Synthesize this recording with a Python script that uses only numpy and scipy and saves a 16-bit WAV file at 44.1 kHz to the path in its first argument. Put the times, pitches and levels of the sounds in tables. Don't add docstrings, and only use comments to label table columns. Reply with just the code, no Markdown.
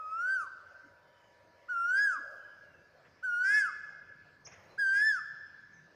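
import sys
import numpy as np
from scipy import signal
from scipy.fft import rfft, irfft, next_fast_len
from scipy.io import wavfile
from scipy.ndimage import uniform_filter1d, map_coordinates

SR = 44100
rng = np.random.default_rng(int(sys.argv[2]) if len(sys.argv) > 2 else 0)


def pcm_store(signal):
    levels = np.round(np.clip(np.atleast_2d(signal), -1, 1) * 32767)
    wavfile.write(sys.argv[1], SR, levels.astype(np.int16).T)


N = 262395
TIME = np.arange(N) / SR

# start t/s, crest t/s, end t/s, base f/Hz, crest f/Hz,
# base level/dB, crest level/dB, overtones level/dB (before slope and effort)
WHISTLES = [(-.07, .334, .5, 1240, 1562, -46.5, -31.3, -10.5),
            (1.68, 2.04, 2.2, 1347, 1676, -38, -25, -10.5),
            (3.223, 3.573, 3.718, 1401, 1716, -36, -24, -8.5),
            (4.775, 5.076, 5.21, 1533, 1756, -29.5, -24.3, -9)]
# start t/s, end t/s, depth level/dB, rate/share of pitch
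RASP = [(.26, .32, -28, .245), (1.955, 2.02, -24, .24), (3.425, 3.63, -16.5, .25), (4.915, 5.03, -22, .236)]
# f/Hz, level/dB
THROAT = [(800, -9.5), (1230, 5), (1780, -3), (2150, -3.5), (2600, -0.5), (3000, -17), (3450, -18.5),
          (3900, -30.5), (4350, -11.5), (5250, 3), (5550, -1), (6100, -8), (9500, -6), (12500, -26),
          (15300, -13.5)]
# f/Hz, relative density level/dB
HISS_COLOUR = [(3500, -30.5), (5000, -2.5), (6500, 4), (8300, -5.0), (10300, -3), (12000, -28.5),
               (15000, -31.5)]
# delay t/s, level/dB
WALLS = [(0.013, -15), (0.028, -17.5), (0.046, -19.5), (0.066, -16), (.118, -35.5), (.18, -21.5)]
# f/Hz, t60/s
GARDEN_DECAY = [(300, 0.58), (1600, 1.67), (3000, 2.04), (5200, 1.32), (9000, .6), (15000, .2)]
# f/Hz, level/dB
GARDEN_COLOUR = [(500, 1.5), (1600, -2), (5000, -0.5), (9000, -0.5), (15000, -28)]
# t/s, level/dB, nominal f/Hz
TWITTERS = [(4.444, -51, 5750), (4.508, -64, 5750)]
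TWITTER_CONTOUR = [(0, 1.03), (.3, 1.02), (.62, .92), (.74, 1.15), (1, 1.14)]
# t/s, level/dB, fade t60/s
RUSTLES = [(3.041, -60.5, 0.38), (4.46, -53, 0.29), (4.509, -57, 0.83), (4.65, -71.5, 1)]
# f/Hz, relative density level/dB
RUSTLE_COLOUR = [(60, -12), (160, 9.5), (280, -21.5), (550, 1), (900, -4.5), (1800, 0), (2700, -5),
                 (4500, -29.5), (8000, -47.5)]
# t/s, level/dB, f/Hz
BUMPS = [(0.821, -67, 284), (2.16, -65.5, 271)]
# t/s, length/s, start f/Hz, end f/Hz, level/dB
SLURS = [(.9, .55, 3070, 2950, -81), (2.28, .31, 3100, 2970, -78.5), (2.582, 0.25, 2900, 2560, -76),
         (4.66, 0.1, 4060, 4150, -79), (5.71, .066, 6740, 5430, -73)]
# f/Hz, relative density level/dB
RUMBLE_COLOUR = [(25, -46), (50, -17), (95, 6), (125, -2.5), (160, -3), (220, -8), (320, -7), (500, -15),
                 (900, -60.5)]
HUM_COLOUR = [(100, -22), (150, 1), (215, -11), (400, -22), (700, -50)]
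MURMUR_COLOUR = [(200, -13), (330, -4.5), (460, -0.5), (580, 1), (750, -4), (1200, -8), (2000, -13.5),
                 (4000, -39)]
ENGINE_COLOUR = [(380, -25), (520, -1.5), (590, 3), (670, -6), (850, -17.5), (1300, -42.5)]
AIR_COLOUR = [(500, -8), (1300, 3.5), (2200, 0), (3100, -9), (3800, -8.5), (5000, -8), (6600, -15.5),
              (7600, -23), (10000, -35), (15000, -33)]

SCOOP_SHARE, SCOOP_S = .36, .0085
OVERSHOOT_HZ, SETTLE_S = 330, .035
CLIMB_LATE = 1.88
DROP_HZ_PER_S, CREST_ROUND_S = 5680, .045
PLUNGE_HZ, PLUNGE_S = 243, .009
LOUD_EARLY = 0.77
OVERSHOOT_DB_PER_HZ, DROP_DB_PER_HZ = 0.0075, 0.0437
RUMBLE_DB, RUMBLE_DB_PER_S = -75.5, .5
HUM_DB, HUM_ON_S, HUM_RISE_S = -73.5, 2.7, .7
MURMUR_DB, SWELL_S, SWELL_WIDTH_S, SWELL_DB = -70.5, 4.68, 0.21, 8
ENGINE_DB, ENGINE_GONE_S, ENGINE_FADE_S = -68.5, 3.55, 1.0
SURGE_S, SURGE_WIDTH_S, SURGE_DB = 2.33, 0.11, 12
WHINE_ON_S, WHINE_OFF_S, WHINE_FADE_S = .72, 2.3, .15
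WHINE_DB, WHINE_IDLE_DB = -72, -82.5
TOP_HZ = 15550


def amp(db):
    return 10 ** (np.asarray(db) / 20)


def unit(x):
    return x / np.sqrt(np.mean(x ** 2) + 1e-20)


def along(points, hz):
    f, v = np.transpose(points)
    return np.interp(np.log(hz + 1), np.log(f), v)


def ramp(u):
    return np.sin(np.pi / 2 * np.clip(u, 0, 1)) ** 2


def turns(hz):
    return 2 * np.pi * np.cumsum(hz) / SR


def wobble(rate_hz, size=N):
    knots = rng.standard_normal(int(size * rate_hz / SR) + 4)
    return map_coordinates(knots, [np.arange(size) * rate_hz / SR])


def filtered(x, response):
    m = next_fast_len(N + 8192)
    return irfft(rfft(x, m) * response(np.fft.rfftfreq(m, 1 / SR)), m)[:N]


def noise(spectrum, patchy_db):
    z = signal.stft(rng.standard_normal(N), nperseg=512)[2]
    field = uniform_filter1d(rng.standard_normal(z.shape), size=5, axis=0)
    field = uniform_filter1d(field, size=16, axis=1)
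    patchy = signal.istft(z * amp(patchy_db * unit(field)), nperseg=512)[1][:N]
    return unit(filtered(patchy, lambda hz: amp(along(spectrum, hz))))


def add(track, start_s, sound):
    part = track[max(round(start_s * SR), 0):][:len(sound)]
    part += sound[:len(part)]


def koel(hiss_db=-63, hiss_after_s=0.084, hiss_width_s=0.029):
    voice, hiss = np.zeros(N), np.zeros(N)
    for row, rasp in zip(WHISTLES, RASP):
        start, crest = row[:2]
        add(voice, start, whistle(row, rasp))
        hiss += np.exp(-((TIME - crest - hiss_after_s) / hiss_width_s) ** 2)
    voice = amp(0.98) * filtered(voice, lambda hz: amp(along(THROAT, hz)))
    return voice + amp(hiss_db) * hiss * noise(HISS_COLOUR, patchy_db=4)


def whistle(row, rasp, attack_s=0.027, release_s=0.022, slope_db_per_octave=-9.0,
            brightening=0.2, swing=0.88, buzz=0.32, overtone_bend=2.83, rasp_jitter_rad=0.034,
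            fall_jitter_rad=0.024, clean_jitter_rad=0.0012, uneven_db=3):
    t = TIME[(TIME > row[0]) & (TIME < row[2])]
    size = len(t)
    *shape, overtone_db = row
    pitch, level_db = slur(t, *shape)
    start, end, depth_db, share = rasp
    strain = amp(depth_db) * ramp((t - start) / 0.032) * ramp((end - t) / 0.031)
    slack = ramp((1 - pitch / pitch.max()) / .2) * (t > t[np.argmax(pitch)])
    jitter = clean_jitter_rad + rasp_jitter_rad * strain + fall_jitter_rad * slack
    phase = turns(pitch) + jitter * wobble(2400, size=size)
    slow = np.exp(1j * turns(share * pitch))
    kick = strain * slow / (1 - np.clip(buzz, 0, .8) * slow)
    wave = np.sin(phase + kick.imag)
    closure = phase + overtone_bend * kick.imag
    closure = closure + .4 * strain * wobble(1500, size=size)
    effort_db = brightening * (level_db + 22)
    for k in np.arange(2, 11):
        db = overtone_db + effort_db + slope_db_per_octave * np.log2(k)
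        db = db + uneven_db * wobble(36.8, size=size)
        wave = wave + amp(db) * np.sin(k * closure)
    envelope = ramp((t - row[0]) / attack_s) * ramp((t[-1] - t) / release_s)
    return np.sqrt(2) * amp(level_db) * (1 + swing * kick.real) * wave * envelope


def slur(t, start, crest, end, base_hz, crest_hz, base_db, crest_db):
    age = t - start
    overshoot = OVERSHOOT_HZ * np.exp(-age / SETTLE_S)
    climb = ramp((age / (crest - start)) ** CLIMB_LATE)
    drop = DROP_HZ_PER_S * (np.hypot(np.maximum(t - crest, 0), CREST_ROUND_S) - CREST_ROUND_S)
    drop = drop + PLUNGE_HZ * np.exp((t - end) / PLUNGE_S)
    pitch = base_hz + overshoot + (crest_hz - base_hz) * climb - drop
    pitch = pitch * (1 - SCOOP_SHARE * np.exp(-age / SCOOP_S))
    level_db = base_db + (crest_db - base_db) * climb ** LOUD_EARLY
    level_db = level_db + OVERSHOOT_DB_PER_HZ * overshoot - DROP_DB_PER_HZ * drop
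    return pitch, level_db


def garden(x, tail_db=-12.5, near_db=-23, near_t60_s=0.1, leaf_db=9.5, wall_hz=3500):
    hz, t, z = signal.stft(rng.standard_normal(2 * SR), SR, nperseg=256)
    decay_db = 60 * t / along(GARDEN_DECAY, hz)[:, None]
    tail = amp(along(GARDEN_COLOUR, hz)[:, None] - decay_db) * ramp(t / 0.029)
    tail = tail / np.sqrt(np.sum(tail[np.searchsorted(hz, 1600)] ** 2) * t[1] * SR)
    near = amp(-60 * t / near_t60_s) * ramp(t / 0.02)
    near = near / np.sqrt(np.sum(near ** 2) * t[1] * SR)
    near = near * amp(along([(1600, 0.011), (6000, leaf_db)], hz))[:, None]
    gain = np.hypot(amp(tail_db) * tail, amp(near_db) * near)
    answer = signal.istft(z * gain, SR, nperseg=256)[1]

    def walls(f):
        echoes = sum(amp(db) * np.exp(-2j * np.pi * f * delay) for delay, db in WALLS)
        return echoes / np.hypot(1, f / wall_hz)

    return signal.fftconvolve(x, answer)[:N] + filtered(x, walls)


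def twitterer():
    song = np.zeros(N)
    for start, db, hz in TWITTERS:
        add(song, start, amp(db) * twitter(hz))
    return song


def twitter(pitch_hz, trill_hz=175, trill_share=.085, length_s=0.041):
    u = np.arange(int(length_s * SR)) / (length_s * SR)
    centre = np.interp(u, *np.transpose(TWITTER_CONTOUR))
    trill = trill_share * np.cos(2 * np.pi * trill_hz * length_s * (u - .09)) * ramp((.72 - u) / .3)
    tone = np.sqrt(2) * np.sin(turns(pitch_hz * (centre + trill)))
    return tone * ramp(u / .4) * ramp((1 - u) / .25)


def rustles():
    swell = np.zeros(N)
    for start, db, t60 in RUSTLES:
        age = TIME - start
        swell += amp(db - 60 * np.maximum(age, 0) / t60) * ramp(age / 0.012)
    return swell * noise(RUSTLE_COLOUR, patchy_db=2.5)


def bumps(length_s=0.075, wander_hz=45):
    low, size = np.zeros(N), int(length_s * SR)
    for start, db, hz in BUMPS:
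        tone = np.sin(turns(hz + wander_hz * wobble(121, size=size)))
        add(low, start, amp(db) * unit(tone * np.hanning(size)))
    return low


def far_birds(far_db=-83, spread_db=2, count=200):
    song = np.zeros(N)
    for when, high, loud, long in rng.random((count, 4)):
        call = twitter(4300 + 1600 * high, length_s=0.039 + 0.028 * long)
        add(song, when * N / SR, amp(far_db + spread_db * (2 * loud - 1.5)) * call)
    for start, length, start_hz, end_hz, db in SLURS:
        size = int(length * SR)
        pitch = np.linspace(start_hz, end_hz, size) + 45 * wobble(240, size=size)
        add(song, start, amp(db) * unit(np.sin(turns(pitch)) * np.hanning(size)))
    return song


def from_afar(x, t60_s=0.42):
    t = np.arange(SR // 2) / SR
    scatter = rng.standard_normal(len(t)) * amp(-60 * t / t60_s)
    return signal.fftconvolve(x, scatter / np.linalg.norm(scatter))[:N]


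def background(high_whine_db=-75.0, air_db=-71.5):
    forward = ramp((TIME - WHINE_ON_S) / WHINE_FADE_S) * ramp((WHINE_OFF_S - TIME) / WHINE_FADE_S)
    low_db = WHINE_IDLE_DB + (WHINE_DB - WHINE_IDLE_DB) * forward
    low_whine = amp(low_db) * unit(np.sin(turns(964 + 5 * wobble(34))))
    high_whine = amp(high_whine_db) * unit(np.sin(turns(1730 + 18 * wobble(80))))
    air = amp(air_db + 0.54 * wobble(7.4)) * noise(AIR_COLOUR, patchy_db=3.0)
    return town() + low_whine + high_whine + air


def town():
    rumble = amp(RUMBLE_DB + RUMBLE_DB_PER_S * TIME) * noise(RUMBLE_COLOUR, patchy_db=2.5)
    hum = amp(HUM_DB) * ramp((TIME - HUM_ON_S) / HUM_RISE_S) * noise(HUM_COLOUR, patchy_db=3.5)
    swell = np.exp(-((TIME - SWELL_S) / SWELL_WIDTH_S) ** 2)
    murmur = amp(MURMUR_DB + SWELL_DB * swell) * noise(MURMUR_COLOUR, patchy_db=3.5)
    surge = np.exp(-abs(TIME - SURGE_S) / SURGE_WIDTH_S)
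    engine = amp(ENGINE_DB + SURGE_DB * surge) * ramp((ENGINE_GONE_S - TIME) / ENGINE_FADE_S)
    return rumble + hum + murmur + engine * noise(ENGINE_COLOUR, patchy_db=2.0)


def scene():
    birds = koel() + twitterer()
    near = birds + garden(birds)
    return (near + from_afar(far_birds()) + rustles() + bumps() + background())[None]


def record(dry):
    return filtered(dry[0], lambda hz: hz < TOP_HZ)[None]


dry = scene()
out = record(dry)
pcm_store(out)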